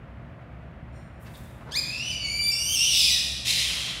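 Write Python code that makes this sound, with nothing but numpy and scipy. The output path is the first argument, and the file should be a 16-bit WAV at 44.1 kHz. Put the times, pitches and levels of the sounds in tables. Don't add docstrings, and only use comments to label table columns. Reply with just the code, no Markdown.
import sys
import numpy as np
from scipy import signal
from scipy.fft import rfft, irfft
from scipy.io import wavfile

SR = 44100
rng = np.random.default_rng(int(sys.argv[2]) if len(sys.argv) > 2 else 0)


def put_to_file(sound):
    columns = np.atleast_2d(sound).T
    safe = np.clip(columns, -1, 1)
    whole_steps = np.round(safe * 32767)
    wavfile.write(sys.argv[1], SR, whole_steps.astype(np.int16))


N = 176400
T = np.arange(N) / SR

# frequency in Hz, relative level in dB.
AIR_SPECTRUM = [(20, -62), (32, -56), (40, -16), (49, -3.5), (64, -7), (80, -0.5), (98, -9), (125, -3),
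                (160, -4.5), (200, -11.5), (310, -16), (420, -21.5), (550, -19), (680, -16), (820, -23.5),
                (1210, -23.5), (2020, -27), (3000, -36), (3930, -46), (6000, -56), (15000, -67)]
# frequency in Hz, level in dB.
HUM_TONES = [(64.6, -48), (118.8, -50.5), (231.5, -60), (549, -66), (646, -71)]
# frequency in Hz, seconds to decay by 60 dB.
ROOM_T60 = [(500, 1.6), (2500, 1.59), (5000, 1.3), (9000, 1.22), (15000, 0.74)]
# delay in seconds, level in dB relative to the direct sound.
REFLECTIONS = [(.0019, -21), (.0046, -5.5)]
# centre in Hz, level in dB.
SQUEAK_BANDS = [(4140, -72), (5520, -70), (7170, -71), (8720, -71), (10400, -83), (12850, -83),
                (14250, -88)]
# start, attack and decay in seconds, level in dB, centre and width in Hz.
SCUFFS = [(1.19, .035, 0.067, -59.5, 11700, 16200), (1.245, 0.026, 0.016, -47, 1200, 2480),
          (1.336, 0.021, 0.0074, -51, 3650, 1100), (1.28, 0.083, 0.11, -57, 9900, 16000),
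          (1.608, 0.0023, 0.015, -42, 800, 1080), (1.63, 0.062, 0.039, -44.5, 230, 300),
          (1.65, 0.044, 0.026, -44, 856, 1000), (3.599, 0.11, 0.89, -49, 1326, 1320),
          (3.62, 0.031, .3, -58, 657, 250)]
# frequency in Hz, relative gain in dB.
TONE_SPECTRUM = [(1200, -24), (1800, -4.5), (2300, -8.5), (2950, -3), (3800, 8), (4750, 3), (5900, 0),
                 (7200, -8.5), (9300, -7), (10500, -20.5), (12000, -13), (15500, -22)]
RASP_SPECTRUM = [(1000, -51), (1800, -29), (2400, -4.5), (3000, -8.5), (3450, 8.5), (4100, -0.5), (5300, 3),
                 (6500, -8.5), (8000, -15), (9600, -7), (12000, -22), (15500, -26)]
SCREAM_SPECTRUM = [(600, -21.5), (1500, -23.5), (2000, -2), (2800, 2), (5200, -3), (6200, -8), (8400, -14),
                   (10000, -14), (12200, -22), (15500, -30)]
# time in seconds, pitch in Hz, level in dB, roughness from 0 to 1.
YELP_CONTOUR = [(1.708, 1290, -54, 0.67), (1.724, 1610, -36, 0.47), (1.746, 1784, -33, 0.18),
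                (1.76, 2177, -25, 0.27), (1.772, 2410, -23.5, 0.06), (1.79, 2515, -24, 0),
                (1.803, 2254, -33, .1), (1.808, 2400, -73, .3)]
# time in seconds, pitch in Hz.
SQUEAL_PITCH = [(1.86, 2430), (1.95, 2655), (2.0, 2676), (2.03, 2883), (2.112, 2992), (2.114, 2580),
                (2.13, 2342), (2.156, 2340), (2.158, 2933), (2.176, 2926), (2.178, 2327), (2.29, 2223),
                (2.312, 2344), (2.34, 2304), (2.395, 2361), (2.45, 2334), (2.514, 2371), (2.515, 2702),
                (2.6, 2834), (2.66, 2906), (2.745, 3173), (2.77, 2650), (2.83, 2874), (2.88, 3011),
                (2.94, 2674), (2.99, 2633), (3.03, 2418), (3.06, 2574), (3.09, 2413), (3.11, 1972),
                (3.22, 1827)]
# time in seconds, level in dB, spectral tilt in dB per octave.
SQUEAL_EFFORT = [(1.86, -40.5, -32), (1.96, -35.5, -17), (2.08, -34.5, -7), (2.135, -36.5, -4.5),
                 (2.19, -44.5, -11.5), (2.25, -30, -8.5), (2.4, -27, -5), (2.5, -23, -1), (2.53, -32, -1),
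                 (2.64, -29.5, 0.5), (2.74, -24.5, 1.5), (2.83, -21, -5.5), (2.9, -23.5, -3.5),
                 (2.98, -21.5, 4.5), (3.07, -22, -5.5), (3.125, -24.5, 4.5), (3.2, -31.5, -7.5)]
# time in seconds, roughness and rasp share from 0 to 1.
SQUEAL_ROUGHNESS = [(1.86, .22, .25), (2.0, .25, .14), (2.12, .33, .2), (2.22, .08, .04), (2.28, .04, .01),
                    (2.51, .04, .01), (2.53, .24, .03), (2.72, .27, .07), (2.78, .38, .2), (2.9, .36, .33),
                    (2.95, .36, .8), (3.02, .24, .76), (3.08, .18, .55), (3.13, .22, .52), (3.2, .4, .85)]
# time in seconds, gain of the half-order harmonics in dB.
SQUEAL_DOUBLING = [(2.41, -52), (2.43, -24.5), (2.51, -20.5), (2.53, -42)]
# time and Gaussian width in seconds, boost in dB.
SQUEAL_SURGES = [(2.012, .004, 8), (2.04, .005, 4), (2.079, .006, 8), (2.111, .005, 7), (2.167, .006, 14)]
# time in seconds, level in dB, main resonance in Hz, treble gain in dB.
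SCREAM_CONTOUR = [(3.445, -39, 3002, 2.5), (3.46, -27.5, 3200, 6), (3.49, -21, 3900, 7),
                  (3.525, -25.5, 4086, 7), (3.565, -28.5, 3950, 5), (3.6, -25, 3900, 5),
                  (3.66, -29.5, 3236, 5), (3.8, -36.5, 3224, 5), (3.9, -31.5, 3300, -4.5),
                  (3.99, -51.5, 3200, -7)]


def undb(db):
    return 10 ** (np.asarray(db) / 20)


def unit(x):
    return x / np.sqrt(np.mean(x ** 2))


def curves(table):
    times, *columns = np.array(table, float).T
    return [np.interp(T, times, column) for column in columns]


def during(table):
    return np.clip((T - table[0][0]) / .004, 0, 1) * np.clip((table[-1][0] - T) / .004, 0, 1)


def at(points, hz):
    f, values = np.array(points, float).T
    return np.interp(np.log(hz + 1), np.log(f), values)


def colour(x, spectrum):
    f = np.arange(N // 2 + 1) * SR / N
    return unit(irfft(rfft(x) * undb(at(spectrum, f)), N))


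def band(hz, width_hz):
    f = np.arange(N // 2 + 1) * SR / N + 1
    detuning = (f - hz * hz / f) / width_hz
    return unit(irfft(rfft(rng.standard_normal(N)) / (1 + detuning ** 2), N))


def wander(hz):
    f = np.arange(N // 2 + 1) * SR / N
    return unit(irfft(rfft(rng.standard_normal(N)) / (1 + (f / hz) ** 4), N))


def narrowband(phase, waver_hz):
    return unit(wander(waver_hz) * np.cos(phase) + wander(waver_hz) * np.sin(phase))


def swell(start, attack, decay):
    return np.clip((T - start) / attack, 0, 1) * np.exp(-np.maximum(T - start - attack, 0) / decay)


def ventilation():
    air = colour(rng.standard_normal(N), AIR_SPECTRUM) * undb(-44 + 0.3 * wander(18))
    hum = sum(undb(db) * narrowband(2 * np.pi * hz * T, waver_hz=2.4) for hz, db in HUM_TONES)
    return air + hum


def room(x, early_db=-1.5, tail_db=-2.5, tail_onset_s=0.0098):
    f = np.arange(N // 2 + 1) * SR / N
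    noise, tail = rfft(rng.standard_normal(N)), 0
    edges_hz = [0, 1000, 2000, 3200, 4500, 6000, 8000, 10500, 13000, 22050]
    for lo, hi in zip(edges_hz, edges_hz[1:]):
        decay = np.exp(-np.log(1000) * T / at(ROOM_T60, (lo + hi) / 2))
        tail += irfft(noise * ((f >= lo) & (f < hi)), N) * decay
    tail *= (T > tail_onset_s) * np.sqrt(2 * np.log(1000) / SR)
    echoes = sum(undb(db) * np.interp(T - delay, T, x) for delay, db in REFLECTIONS)
    return undb(early_db) * (x + echoes) + undb(tail_db) * signal.fftconvolve(x, tail)[:N]


def squeak():
    bands = sum(undb(db) * band(hz, width_hz=400) for hz, db in SQUEAK_BANDS)
    return bands * swell(start=0.914, attack=0.052, decay=0.061)


def scuffle(grain_db=2):
    scuffs = sum(undb(db) * band(hz, width) * swell(start, attack, decay)
                 for start, attack, decay, db, hz, width in SCUFFS)
    return scuffs * undb(grain_db * wander(130))


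def flutter(roughness):
    depth = 0.61 * roughness
    return np.exp(depth * wander(191) - depth ** 2)


def voice(hz, tilt_db, roughness, rasp_share, doubling_db, rasp_db=1.5):
    jitter = 0.082 * wander(593)
    wobble = 0.035 * wander(45)
    tremor = 0.00214 * wander(74)
    phase = 2 * np.pi * np.cumsum(hz * (1 + roughness * (jitter + wobble) + tremor)) / SR
    tone, power = 0, 0
    for order in np.arange(2, 17) / 2:
        db = at(TONE_SPECTRUM, order * hz) + tilt_db * np.log2(order) + (doubling_db if order % 1 else 0)
        gain = undb(db) * (order * hz < SR / 2)
        tone += gain * np.sin(order * phase)
        power += gain ** 2 / 2
    pulsed_air = rng.standard_normal(N) * (1 + 0.56 * np.cos(phase))
    rasp = undb(rasp_db) * colour(pulsed_air, RASP_SPECTRUM)
    share = np.clip(rasp_share, 0, 1)
    return (np.sqrt(1 - share ** 2) * tone / np.sqrt(power) + share * rasp) * flutter(roughness)


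def yelp():
    hz, db, roughness = curves(YELP_CONTOUR)
    cry = voice(hz, tilt_db=-3, roughness=roughness, rasp_share=0.5 * roughness, doubling_db=-41)
    return cry * undb(db) * during(YELP_CONTOUR)


def squeal(tilt_per_surge_db=0.68):
    hz, = curves(SQUEAL_PITCH)
    db, tilt_db = curves(SQUEAL_EFFORT)
    doubling_db, = curves(SQUEAL_DOUBLING)
    surge_db = sum(boost * np.exp(-.5 * ((T - time) / width) ** 2) for time, width, boost in SQUEAL_SURGES)
    roughness, rasp_share = curves(SQUEAL_ROUGHNESS) * undb(-surge_db)
    cry = voice(hz, tilt_db - tilt_per_surge_db * surge_db, roughness, rasp_share, doubling_db)
    return cry * undb(db + surge_db) * during(SQUEAL_EFFORT)


def scream(crossover_hz=5500, resonance_db=-2):
    db, resonance_hz, treble_db = curves(SCREAM_CONTOUR)
    rasp = colour(rng.standard_normal(N), SCREAM_SPECTRUM)
    low = signal.sosfiltfilt(signal.butter(2, crossover_hz, fs=SR, output="sos"), rasp)
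    treble = (rasp - low) * undb(treble_db)
    resonance = narrowband(2 * np.pi * np.cumsum(resonance_hz) / SR, waver_hz=260)
    cry = unit(low + treble + undb(resonance_db) * resonance)
    return cry * flutter(roughness=0.4) * undb(db) * during(SCREAM_CONTOUR)


def scene():
    struggle = yelp() + squeal() + scream() + squeak() + scuffle()
    return (room(struggle) + ventilation())[None]


def record(dry, cutoff_hz=15720):
    return signal.sosfilt(signal.ellip(10, .2, 80, cutoff_hz, fs=SR, output="sos"), dry)


dry = scene()
out = record(dry)
put_to_file(out)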